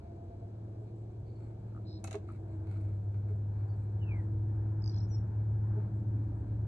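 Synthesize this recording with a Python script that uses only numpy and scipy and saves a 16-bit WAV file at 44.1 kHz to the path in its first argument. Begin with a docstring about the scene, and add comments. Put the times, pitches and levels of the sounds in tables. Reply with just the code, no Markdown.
"""From the start an eight-cylinder engine revs and a slower one chugs: sums of exhaust orders, over
shaped noise for rumble, road, air and hiss, noisy hums and sine-burst ticks. A frog plunks now and then,
a short two-tone ring; chirps glide. During a gear change come knocks and a rasp of buzzing noise, and a
reel's bail starts snapping: noise cracks and ringing modes. Gravel grinds and clicks, as noise grains and
bursts. Birds slur, chip and whistle as gliding sines, and the big engine passes nearest."""
import sys
import numpy as np
from scipy import signal
from scipy.fft import rfft, irfft
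from scipy.io import wavfile
from scipy.ndimage import uniform_filter1d, map_coordinates

SR = 44100
rng = np.random.default_rng(int(sys.argv[2]) if len(sys.argv) > 2 else 0)


def master_out(mix):
    """Clip the mix to full scale and print it as 16-bit PCM to the path in sys.argv[1]."""
    frames = np.transpose(np.atleast_2d(mix))
    ceiling = np.clip(frames, -1, 1)
    pcm = np.round(ceiling * 32767).astype(np.int16)
    wavfile.write(sys.argv[1], SR, pcm)


N = 294147
T = np.arange(N) / SR

# Noise spectra, relative density: pitch_hz, level_db
AIR_SPECTRUM = [(20, -30), (45, -9), (110, 6), (200, -7), (350, -1), (480, -6.5), (560, -10), (700, -9.5),
                (1100, -28.5), (1900, -44), (2350, -39.5), (3200, -40.5), (4200, -42), (5100, -43),
                (7800, -48), (12000, -55)]
HISS_SPECTRUM = [(1500, -39.5), (2050, -8), (2300, 0), (2600, -12), (3300, -28), (4200, -5.5),
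                 (4900, -36.5)]
ROAR_SPECTRUM = [(100, -10), (350, 8), (530, -4), (660, -3), (880, 4.5), (1150, -7.5), (1350, -8.5),
                 (1650, -7), (2000, -19), (2400, -22.5), (3200, -40), (6000, -64)]
RUMBLE_SPECTRUM = [(20, -40.5), (32, -18), (42, -3), (60, -6.5), (93, 7), (115, -0.5), (140, -9),
                   (200, -20.5), (400, -32), (800, -71)]
GRAVEL_SPECTRUM = [(300, -5), (700, -1.5), (1400, 13), (1800, -3), (2200, 10), (3200, -14.5), (4200, -2),
                   (5500, -20.5), (8000, -8.5), (12000, -27)]
CRACK_SPECTRUM = [(200, -23), (900, -7.5), (2400, -5), (3300, -8), (4100, 2), (4900, -12), (6500, 2.5),
                  (8200, -4.5), (10000, -8.5), (11800, -16.5), (13000, -42)]
# Far sound, likeness of the two channels (used within 0-1): pitch_hz, likeness
LIKENESS = [(130, 1), (350, .96), (510, 0.15), (640, 1.1), (920, 0.3), (1120, 1.5), (1750, -0.06),
            (2200, 0.38), (3500, 0.13), (7500, 1.03), (11000, 0.9)]
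# Far sound, phase lead of the right channel: pitch_hz, lead_rad
RIGHT_LEAD = [(220, 0), (330, -0.07), (470, -.2), (550, 1.33), (900, 1.8), (1050, 1.5), (1600, 0.53),
              (1900, 1.87), (2600, 1.9), (3300, 3.5), (4200, 4), (7000, 0.8), (12000, 2)]
# Far sound, left level over right: pitch_hz, level_db
LEFT_OVER_RIGHT = [(170, 0.2), (350, -1.5), (475, -6.5), (760, 6), (950, 3), (1200, -0.5), (1600, 2),
                   (2600, 0)]
# Hums from the far road, octave_db relative: start_s, length_s, pitch_hz, width_hz, level_db,
# octave_db, clean_share (0-1)
HUMS = [(-.5, 1.23, 341, 39, -59.5, -0.5, 0.07), (0.545, 0.49, 331, 34, -56, -14, 0),
        (1.562, 0.77, 319.7, 16, -57, -14.5, 0.32), (2.101, 1.01, 319.6, 7.4, -55.5, -11, 0.7),
        (5.852, 0.9, 285.4, 57, -53.5, -17, .1)]
# Runs of faint ticks: start_s, length_s
STUTTERS = [(.8, .04), (0.962, .06), (1.39, .1), (2.51, .06), (2.935, .04), (3.765, .06), (4.163, .085),
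            (5.954, .06), (6.352, .06)]
# Drooping chirps deep in the wood: start_s, length_s, level_db, roughness (0-1)
CHIRPS = [(1.231, 0.25, -82, 0.5), (3.555, 0.069, -85, 0.6), (3.677, 0.075, -75, 0.1)]
# Hooked whistles, level before crest and pan: start_s, length_s, level_db, roughness (0-1),
# last_pitch_hz, glide_s
HOOKS = [(4.826, 0.12, -70.5, 0.75, 5600, 0.03), (4.949, 0.125, -67, .55, 5410, .019),
         (5.081, 0.11, -66, 0.18, 5470, .019)]
# One long falling slur: time_s, pitch_hz, level_db
SLUR = [(3.98, 3250, -88), (4.034, 2850, -60), (4.052, 2770, -71), (4.095, 2550, -55), (4.105, 2470, -59),
        (4.12, 2370, -51), (4.135, 2280, -56), (4.17, 2070, -59), (4.21, 1890, -64.5), (4.24, 1780, -77.5)]
# Chips softening into a twitter: centre_s, pitch_hz, peak_db, half_length_s, glide_octaves_per_s
CHIPS = [(4.823, 5150, -56, .0012, -3), (4.842, 4870, -45, .0011, -12), (4.862, 4980, -44, 0.00099, -9),
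         (4.878, 4900, -41.5, .0011, -10.5), (4.897, 4770, -42, 0.00067, -9),
         (4.907, 5530, -58, .002, -4.5), (4.919, 4280, -61, 0.0017, 15), (4.927, 5520, -57.5, 0.0018, -14),
         (4.935, 3400, -70.5, .0015, 0.5), (4.948, 3400, -67, .0015, 2), (4.975, 3450, -66.5, .0015, 2.5),
         (4.94, 4130, -60, .002, -8.5), (4.946, 5170, -52.5, .002, -4), (4.958, 4110, -60.5, 0.003, 5.5),
         (4.9655, 5060, -51.5, 0.0017, -6.5), (4.978, 4360, -56.5, .003, 13.5),
         (4.986, 5370, -54.5, 0.0022, -4), (4.995, 3970, -64.5, 0.0031, 7.5),
         (5.006, 5250, -54.5, .003, -5), (5.014, 4210, -62.5, 0.0026, 16.5)]
# Rasping call, one row per voice: start_s, length_s, pitch_hz, half_width_hz, level_db
RASP = [(1.847, .152, 4100, 334, -65.5), (1.858, .13, 5050, 300, -68.5)]
# Frog plunks, level before envelope and pan: start_s, level_db
PLUNKS = [(.812, -44.5), (2.1422, -30), (3.298, -42.5), (5.765, -36.5)]
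# Scuffs on gravel: start_s, length_s, level_db
SCUFFS = [(1.326, 0.24, -77), (2.246, 0.15, -71), (2.648, 0.17, -68.5), (2.764, 0.18, -75),
          (3.135, .05, -74), (3.275, 0.05, -73)]
# Stones clicking together: start_s, level_db, dullness_db_per_octave
STONES = [(2.289, -69.5, 0), (2.322, -70, -8), (2.6713, -61.5, -1), (2.713, -61, -3), (2.761, -62, 5),
          (2.812, -67.5, -6), (2.848, -66.5, -1), (2.9307, -64.5, 2.5), (3.144, -59.5, 6),
          (3.293, -60.5, 6), (3.836, -71.5, -14)]
# Light knocks on the rod: start_s, envelope_peak_db
KNOCKS = [(1.748, -55.5), (1.764, -52), (1.776, -52), (2.289, -47), (2.302, -48.5)]
# Bail strikes: start_s, crack_db, crack_t60_s, dullness_db_per_octave, body_db
BAIL = [(2.0408, -41, 0.029, -5, -43), (2.046, -50, 0.02, 9, -41.5), (2.059, -62, 0.03, 5, -58),
        (2.0732, -46.5, 0.038, 4, -56), (2.0805, -55, 0.028, 6, -48), (2.1096, -43, 0.023, 2, -50),
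        (2.1150, -53, 0.035, 8, -42), (2.1275, -44.5, 0.038, 3.5, -65), (2.1422, -44.5, 0.062, 13, -44.5),
        (2.1525, -47, 0.024, 5, -48.5)]
# Modes of reel body and rod, before random detuning: pitch_hz, level_db, t60_s
REEL_MODES = [(650, 0, 0.057), (738, -2.5, 0.05), (1305, -3, 0.02), (1607, -14, 0.045), (2206, -9.5, 0.041),
              (2650, -9, 0.03)]
# Slow engine, its order groups: time_s, lower_orders_db, upper_orders_db
CHUG_LEVELS = [(0, -63, -65), (2.6, -64, -59.5), (3.7, -60.5, -71), (4.3, -56, -51), (5, -57, -55),
               (5.5, -58, -61.5), (6.1, -57.5, -54), (6.67, -54.5, -59.5)]
# Slow engine exhaust, relative: multiple_of_firing_rate, level_db
CHUG_ORDERS = [(2, -14), (3, 1.5), (4, -5.5), (6, -2.5), (7, -7), (9, -1), (10, -3), (11, -9), (12, -14.5),
               (14, -16), (15, -10.5), (16, -0.5), (17, -11.5), (23, -25.5)]
# Big engine exhaust, relative: multiple_of_eight_firing_cycle, level_db
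DRONE_ORDERS = [(5, -18.5), (6, -21.5), (7, -22), (8, 1), (9, -17.5), (10, -25.5), (11, -26.5), (12, -31.5),
                (14, -27.5), (15, -31.5), (16, -26.5), (18, -37.5), (21, -42.5), (24, -42), (27, -35)]
# Brief swells and dips of the big engine: centre_s, half_length_s, change_db
SWINGS = [(2.796, 0.12, 2), (5.527, 0.24, 1.5), (3.807, 0.13, -1.5), (5.286, 0.059, -5), (5.942, .08, -3),
          (6.378, 0.14, -5.5)]

ROAR_DB, ROAR_NEAREST_AT_S, ROAR_PASS_S = -60, 5.95, 1.94
RUMBLE_START_DB, RUMBLE_DB_PER_S, RUMBLE_COAST_DB = -51, 1.32, -2.5
CHIRP_FROM_HZ, CHIRP_TO_HZ = 4550, 4300
HOOK_FROM_HZ, HOOK_CREST_DB, LEFT_BIRD_LEAD_MS = 7200, 7, 0.3185
WHISTLE_RISE_S, SLUR_ROUGHNESS = .008, .4
RASP_PER_S, RASP_DEPTH, RASP_RISE_S, RASP_FALL_S = 200, 0.47, 0.04, .015
PLUNK_HZ, PLUNK_FADE_S = 410, 0.015
KNOCK_HZ = 1273
CHUG_START_HZ, CHUG_SAG_HZ_PER_S, FIRST_UPPER_ORDER = 21.06, .168, 14
# Big engine: firing rates, gear change, throttle, pass
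START_HZ, TOP_HZ, REV_S, START_DB = 83.22, 109.55, .36, -7.5
SHIFT_AT_S, SHIFT_S, HIGH_GEAR_HZ, GAIN_HZ_PER_S = 1.74, 0.3733, 98.96, 1.95
THROTTLE_AT_S, THROTTLE_S, COAST_DB = 2.22, 0.73, -6
NEAREST_AT_S, PASS_S, NEAREST_DB = 5.59, 2.67, -34
TREETOP_ECHO_T60_S = .26
CUT_HZ = 12300


def amp(db):
    """Amplitude from dB."""
    return 10 ** (np.asarray(db) / 20)


def unit(x):
    """Scales x to rms 1."""
    return x / np.sqrt(np.mean(x ** 2) + 1e-20)


def read(points, hz):
    """Reads a spectrum table on a log frequency scale."""
    f, value = np.transpose(points)
    return np.interp(np.log(hz + 1), np.log(f + 1), value)


def curves(rows):
    """Columns of a table, joined by straight lines over the whole time."""
    s, *columns = np.transpose(rows)
    return [np.interp(T, s, c) for c in columns]


def add(mix, start_s, sound):
    """Adds sound to mix in place, trimmed to fit."""
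    start = round(start_s * SR)
    sound = sound[..., max(-start, 0):]
    part = mix[:, max(start, 0):][:, :sound.shape[-1]]
    part += sound[..., :part.shape[1]]


def wander(knots_per_s):
    """Smooth random curve of rms 1, held in steps of 100 samples."""
    knots = rng.standard_normal(400)
    curve = map_coordinates(knots, [T[::100] * knots_per_s], order=3, mode="wrap")
    return unit(curve)[np.arange(N) // 100]


def ease(start_s, length_s):
    """Smooth step from 0 to 1."""
    return np.sin(np.pi / 2 * np.clip((T - start_s) / length_s, 0, 1)) ** 2


def passing(at_s, pass_s):
    """Level in dB of a source moving along the road, 0 where nearest."""
    return -10 * np.log10(1 + ((T - at_s) / pass_s) ** 2)


def colour(x, spectrum, dull_db=0):
    """Filters x by a spectrum, tilted down dull_db per octave above 1 kHz, to rms 1."""
    hz = np.fft.rfftfreq(x.shape[-1], 1 / SR)
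    gain_db = read(spectrum, hz) - dull_db * np.log2(np.maximum(hz, 1000))
    return unit(irfft(rfft(x) * amp(gain_db), x.shape[-1]))


def diffuse(spectrum):
    """Far noise at two microphones: one in the bass, partly alike and shifted in phase and level above."""
    left, other = rfft(rng.standard_normal((2, N)))
    hz = np.fft.rfftfreq(N, 1 / SR)
    same = np.clip(read(LIKENESS, hz), 0, 1)
    tilt = amp(read(LEFT_OVER_RIGHT, hz))
    right = same * left + np.sqrt(1 - same ** 2) * other
    right = right * np.exp(1j * read(RIGHT_LEAD, hz))
    pair = np.array([tilt * left, right]) / np.sqrt(1 + tilt ** 2)
    return colour(irfft(pair, N), spectrum)


def place(x, lead_ms):
    """Sound from one side reaches one microphone first: the left if lead_ms is positive."""
    hz = np.fft.rfftfreq(len(x), 1 / SR)
    delay = np.exp(-2j * np.pi * hz * lead_ms / 1000)
    return np.array([x, irfft(rfft(x) * delay, len(x))])


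def forest(x, t60_s=0.14):
    """Trunks and leaves scatter a thin, short echo: sparse decaying random taps."""
    t = T[:SR // 2]
    sparse = rng.standard_normal((2, len(t))) * (rng.random((2, len(t))) < .05)
    taps = sparse * (t > .005) * amp(-60 * t / t60_s)
    return signal.fftconvolve(x, taps / np.linalg.norm(taps[0]), axes=1)[:, :N]


def air(level_db=-52.5):
    """Still air: steady diffuse noise."""
    return amp(level_db) * diffuse(AIR_SPECTRUM)


def hiss(level_db=-87, range_db=3):
    """Thin hiss that comes and goes at random."""
    return amp(level_db + range_db * wander(17)) * diffuse(HISS_SPECTRUM)


def ticks(level_db=-76, pitch_hz=7700, beat_s=.08, stutter_s=0.01):
    """Very faint sine bursts on a steady beat; some are skipped, a few stutter."""
    out, t = np.zeros((2, N)), np.arange(-2 ** 7, 2 ** 7) / SR
    tick = amp(level_db) * np.exp(-(t / .00035) ** 2 / 2) * np.sin(2 * np.pi * pitch_hz * t)
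    beats = np.arange(0, T[-1], beat_s)
    times_s = [s for s, chance in zip(beats, rng.random(200)) if chance < .6]
    for start_s, length_s in STUTTERS:
        times_s.extend(np.arange(start_s, start_s + length_s, stutter_s))
    for s in times_s:
        add(out, s, tick)
    return out


def hums(waver_hz=1.5):
    """A hum and its octave swell and pass together, part wavering tone, part narrow noise."""
    out = np.zeros((2, N))
    for start_s, length_s, pitch_hz, width_hz, level_db, octave_db, clean in HUMS:
        size, clean = int(length_s * SR), np.clip(clean, 0, 1)
        turns = np.cumsum(pitch_hz + waver_hz * wander(4)[:size]) / SR
        for k, db in (1, level_db), (2, level_db + octave_db):
            hz = k * pitch_hz
            band = [(hz - 3 * width_hz, -70), (hz - width_hz, -16), (hz, 0),
                    (hz + width_hz, -16), (hz + 3 * width_hz, -70)]
            noise = unit(diffuse(band)[:, :size])
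            lead_rad = np.array([[0], [read(RIGHT_LEAD, hz)]])
            tone = unit(np.sin(2 * np.pi * k * turns + lead_rad))
            hum = np.sqrt(clean) * tone + np.sqrt(1 - clean) * noise
            add(out, start_s, amp(db) * hum * signal.windows.tukey(size, .7))
    return out


def road_roar():
    """Tyre roar: flickering noise, loudest where the tyres pass nearest."""
    level_db = ROAR_DB + passing(ROAR_NEAREST_AT_S, ROAR_PASS_S) + 1.9 * wander(7)
    return amp(level_db) * diffuse(ROAR_SPECTRUM) * amp([[.8], [-.8]])


def exhaust_rumble():
    """Exhaust scattered by the forest: noise that grows as engines near, weaker until the throttle opens."""
    coast_db = RUMBLE_COAST_DB * (1 - ease(THROTTLE_AT_S, THROTTLE_S))
    return amp(RUMBLE_START_DB + RUMBLE_DB_PER_S * T + coast_db) * diffuse(RUMBLE_SPECTRUM)


def whistle(length_s, first_hz, last_hz, glide_s, rough, level_db, lead_ms, waver=0.0028, crest_db=0):
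    """Down-gliding tone with a late crest; fast random flutter makes it hoarse, most at its start."""
    t = T[:int(length_s * SR)]
    glide_hz = last_hz + (first_hz - last_hz) * np.exp(-t / glide_s)
    hz = glide_hz * (1 + waver * wander(190)[:len(t)])
    crest = crest_db * np.exp(-((t / length_s - 0.66) / 0.19) ** 2)
    onset = 1 - np.exp(-t / WHISTLE_RISE_S)
    level = amp(level_db + crest - 3 * wander(70)[:len(t)]) * onset * np.sqrt(np.sin(np.pi * t / length_s))
    share = np.clip(rough * (1.5 - t / length_s), 0, 1)
    hoarse = unit(1 - share + share * wander(600)[:len(t)])
    tone = np.sin(2 * np.pi * np.cumsum(hz) / SR)
    return place(level * uniform_filter1d(hoarse, size=50) * tone, lead_ms)


def chirps():
    """Faint, slightly drooping whistles ahead."""
    out = np.zeros((2, N))
    for start_s, length_s, level_db, rough in CHIRPS:
        add(out, start_s, whistle(length_s, CHIRP_FROM_HZ, CHIRP_TO_HZ, glide_s=0.086, rough=rough,
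                                  level_db=level_db, lead_ms=0, waver=0.019))
    return out


def hooks():
    """High whistles on the left: each drops fast, levels out and then crests."""
    out = np.zeros((2, N))
    for start_s, length_s, level_db, rough, last_hz, glide_s in HOOKS:
        hook = whistle(length_s, HOOK_FROM_HZ, last_hz, glide_s, rough, level_db, LEFT_BIRD_LEAD_MS,
                       crest_db=HOOK_CREST_DB)
        add(out, start_s, hook * amp([[1.2], [-1.2]]))
    return out


def slur(lead_ms=-0.12):
    """A bird on the right slides down, its voice shaking in strength and phase."""
    hz, level_db = curves(SLUR)
    singing = (T > SLUR[0][0]) & (T < SLUR[-1][0])
    shake = SLUR_ROUGHNESS * uniform_filter1d(wander(420), size=100)
    jitter_rad = SLUR_ROUGHNESS * uniform_filter1d(wander(420), size=100)
    tone = np.sin(2 * np.pi * np.cumsum(hz) / SR + jitter_rad)
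    return place(singing * amp(level_db) * (1 + shake) * tone, lead_ms)


def chips(skirt=.11, skirt_s=.003):
    """Tiny gliding notes on the left, each a clear peak in a ragged skirt."""
    out, t = np.zeros((2, N)), np.arange(-2 ** 10, 2 ** 10) / SR
    for centre_s, hz, peak_db, half_s, glide in CHIPS:
        ragged = unit(uniform_filter1d(rng.standard_normal(len(t)), size=30))
        shape = np.exp(-(t / half_s) ** 2 / 2) + skirt * ragged * np.exp(-(t / skirt_s) ** 2 / 2)
        tone = np.sin(2 * np.pi * np.cumsum(hz * 2 ** (glide * t)) / SR)
        chip = amp(peak_db) * uniform_filter1d(shape, size=12) * tone
        add(out, centre_s + t[0], place(chip, LEFT_BIRD_LEAD_MS))
    return out


def rasp(edge_db=-8, skirt_db=-38):
    """Hoarse buzz in two voices: pulsed band noise that fades in and stops quickly."""
    out = np.zeros((2, N))
    for start_s, length_s, hz, half_hz, level_db in RASP:
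        t = T[:int(length_s * SR)]
        band = [(hz - 4 * half_hz, -70), (hz - 2 * half_hz, skirt_db), (hz - half_hz, edge_db), (hz, 0),
                (hz + half_hz, edge_db), (hz + 2 * half_hz, skirt_db), (hz + 4 * half_hz, -70)]
        buzz = 1 + RASP_DEPTH * np.sin(2 * np.pi * RASP_PER_S * t + wander(60)[:len(t)])
        voice = unit(buzz * colour(rng.standard_normal(len(t)), band))
        fades = np.minimum(t / RASP_RISE_S, 1) * np.minimum((length_s - t) / RASP_FALL_S, 1)
        add(out, start_s, place(amp(level_db) * fades * voice, LEFT_BIRD_LEAD_MS))
    return out


def frog(overtone_db=-14, overtone=1.55):
    """One pluck of the throat rings the vocal sac at two pitches."""
    out, t = np.zeros((2, N)), np.arange(2 ** 13) / SR
    sac = np.sin(2 * np.pi * PLUNK_HZ * t)
    sac = sac + amp(overtone_db) * np.sin(2 * np.pi * overtone * PLUNK_HZ * t)
    pluck = sac * t / PLUNK_FADE_S * np.exp(-(t / PLUNK_FADE_S) ** 2 / 2)
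    for start_s, level_db in PLUNKS:
        add(out, start_s, amp(level_db) * pluck)
    return out * amp([[-1.5], [1.5]])


def gravel_scuffs(grains_per_s=1100, spread_db=1.5):
    """Small stones grind under a foot: random grains of uneven size."""
    sizes = amp(spread_db * np.minimum(rng.exponential(1, N), 4))
    grains = sizes * (rng.random(N) < grains_per_s / SR)
    grit = colour(grains * rng.standard_normal((2, N)), GRAVEL_SPECTRUM)
    level = np.zeros((2, N))
    for start_s, length_s, level_db in SCUFFS:
        add(level, start_s, amp(level_db) * signal.windows.tukey(int(length_s * SR), .6))
    return level * grit


def stone_clicks(t60_s=0.032):
    """Single stones click together: short decaying noise bursts."""
    out, t = np.zeros((2, N)), np.arange(2 ** 11) / SR
    for start_s, level_db, dull_db in STONES:
        noise = colour(rng.standard_normal((2, len(t))), GRAVEL_SPECTRUM, dull_db)
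        add(out, start_s, noise * amp(level_db - 60 * t / t60_s))
    return out


def rod_knocks(fade_s=0.0014):
    """Knocks on the rod: a tone that dies within a few cycles."""
    out, t = np.zeros((2, N)), np.arange(2 ** 13) / SR
    for start_s, peak_db in KNOCKS:
        envelope = amp(peak_db) * t / fade_s * np.exp(1 - t / fade_s)
        add(out, start_s, place(envelope * np.sin(2 * np.pi * KNOCK_HZ * t), lead_ms=-0.11))
    return out


def reel_bail(shared=0.25, rise_s=0.00086, detune=0.042, uneven_db=2):
    """Each bail strike is a short noise crack and rings the reel's modes a little differently."""
    out, t = np.zeros((2, N)), np.arange(2 ** 13) / SR
    for start_s, crack_db, t60_s, dull_db, body_db in BAIL:
        noise = shared * rng.standard_normal(len(t)) + rng.standard_normal((2, len(t)))
        sound = colour(noise, CRACK_SPECTRUM, dull_db) * amp(crack_db - 60 * t / t60_s)
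        chances = rng.uniform(-0.9, 1, (len(REEL_MODES), 2))
        for (hz, mode_db, ring_s), (sharp, loud) in zip(REEL_MODES, chances):
            turns = hz * (1 + detune * sharp) * t + rng.random((2, 1)) / 2
            level = amp(body_db + mode_db + uneven_db * loud - 60 * t / ring_s)
            sound = sound + level * np.sin(2 * np.pi * turns)
        add(out, start_s, sound * (1 - np.exp(-t / rise_s)))
    return out


def exhaust(cycle_hz, orders, steady_order, smear_rad, fade_db, drift_rad):
    """Exhaust orders: the pipe smears each beat; moving air makes orders off the steady one fade and drift."""
    turns, out = np.cumsum(cycle_hz) / SR, np.zeros(N)
    for k, level_db in orders:
        away = round(k) - steady_order
        loose = min(abs(away) / 3, 1)
        drift = drift_rad * loose * wander(2.5)
        phase = 2 * np.pi * round(k) * turns + smear_rad * away ** 2 + drift
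        out += amp(level_db + fade_db * loose * wander(2.5)) * np.sqrt(2) * np.cos(phase)
    return out


def slow_engine():
    """Chug that sags in rate; lower orders grow as it nears, upper orders swell and fade."""
    lower_db, upper_db = curves(CHUG_LEVELS)
    orders = []
    for k, db in CHUG_ORDERS:
        group_db = upper_db if round(k) >= FIRST_UPPER_ORDER else lower_db
        orders.append((k, db + group_db))
    firing_hz = CHUG_START_HZ - CHUG_SAG_HZ_PER_S * T
    chug = exhaust(firing_hz, orders, steady_order=16, smear_rad=.9, fade_db=4.0, drift_rad=0.32)
    return chug * amp([[-.8], [.8]])


def drive():
    """Firing rate in Hz and level in dB of the big engine, from its gear, throttle and distance."""
    lagging = np.exp(-(T / REV_S) ** 2)
    low_gear_hz = TOP_HZ + (START_HZ - TOP_HZ) * lagging
    high_gear_hz = HIGH_GEAR_HZ + GAIN_HZ_PER_S * (T - SHIFT_AT_S)
    firing_hz = low_gear_hz + (high_gear_hz - low_gear_hz) * ease(SHIFT_AT_S, SHIFT_S)
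    throttle_db = START_DB * lagging + COAST_DB * (1 - ease(THROTTLE_AT_S, THROTTLE_S))
    swings_db = sum(db * np.exp(-((T - s) / half_s) ** 2) for s, half_s, db in SWINGS)
    return firing_hz, NEAREST_DB + passing(NEAREST_AT_S, PASS_S) + throttle_db + swings_db


def big_engine():
    """Eight uneven cylinders: orders of the whole cycle make the drone throb once a cycle."""
    firing_hz, level_db = drive()
    drone = exhaust(firing_hz / 8, DRONE_ORDERS, steady_order=8, smear_rad=.35, fade_db=1.0, drift_rad=0.74)
    return amp(level_db) * drone * amp([[.3], [-.3]])


def scene():
    """Engines and road far off, birds in the trees, reel and gravel close by."""
    background = air() + hiss() + ticks() + hums() + road_roar() + exhaust_rumble()
    song = chirps() + hooks() + slur() + chips() + rasp()
    plunks = frog()
    near = gravel_scuffs() + stone_clicks() + rod_knocks() + reel_bail()
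    echo = forest(amp(-8) * near + amp(-13) * plunks)
    echo = echo + forest(amp(-11.5) * song, t60_s=TREETOP_ECHO_T60_S)
    return background + song + plunks + near + echo + slow_engine() + big_engine()


def record(dry):
    """Band limit: low-pass at CUT_HZ."""
    lowpass = signal.firwin(401, CUT_HZ, window=("kaiser", 8), fs=SR)
    return signal.oaconvolve(dry, lowpass[None], "same")


dry = scene()
out = record(dry)
master_out(out)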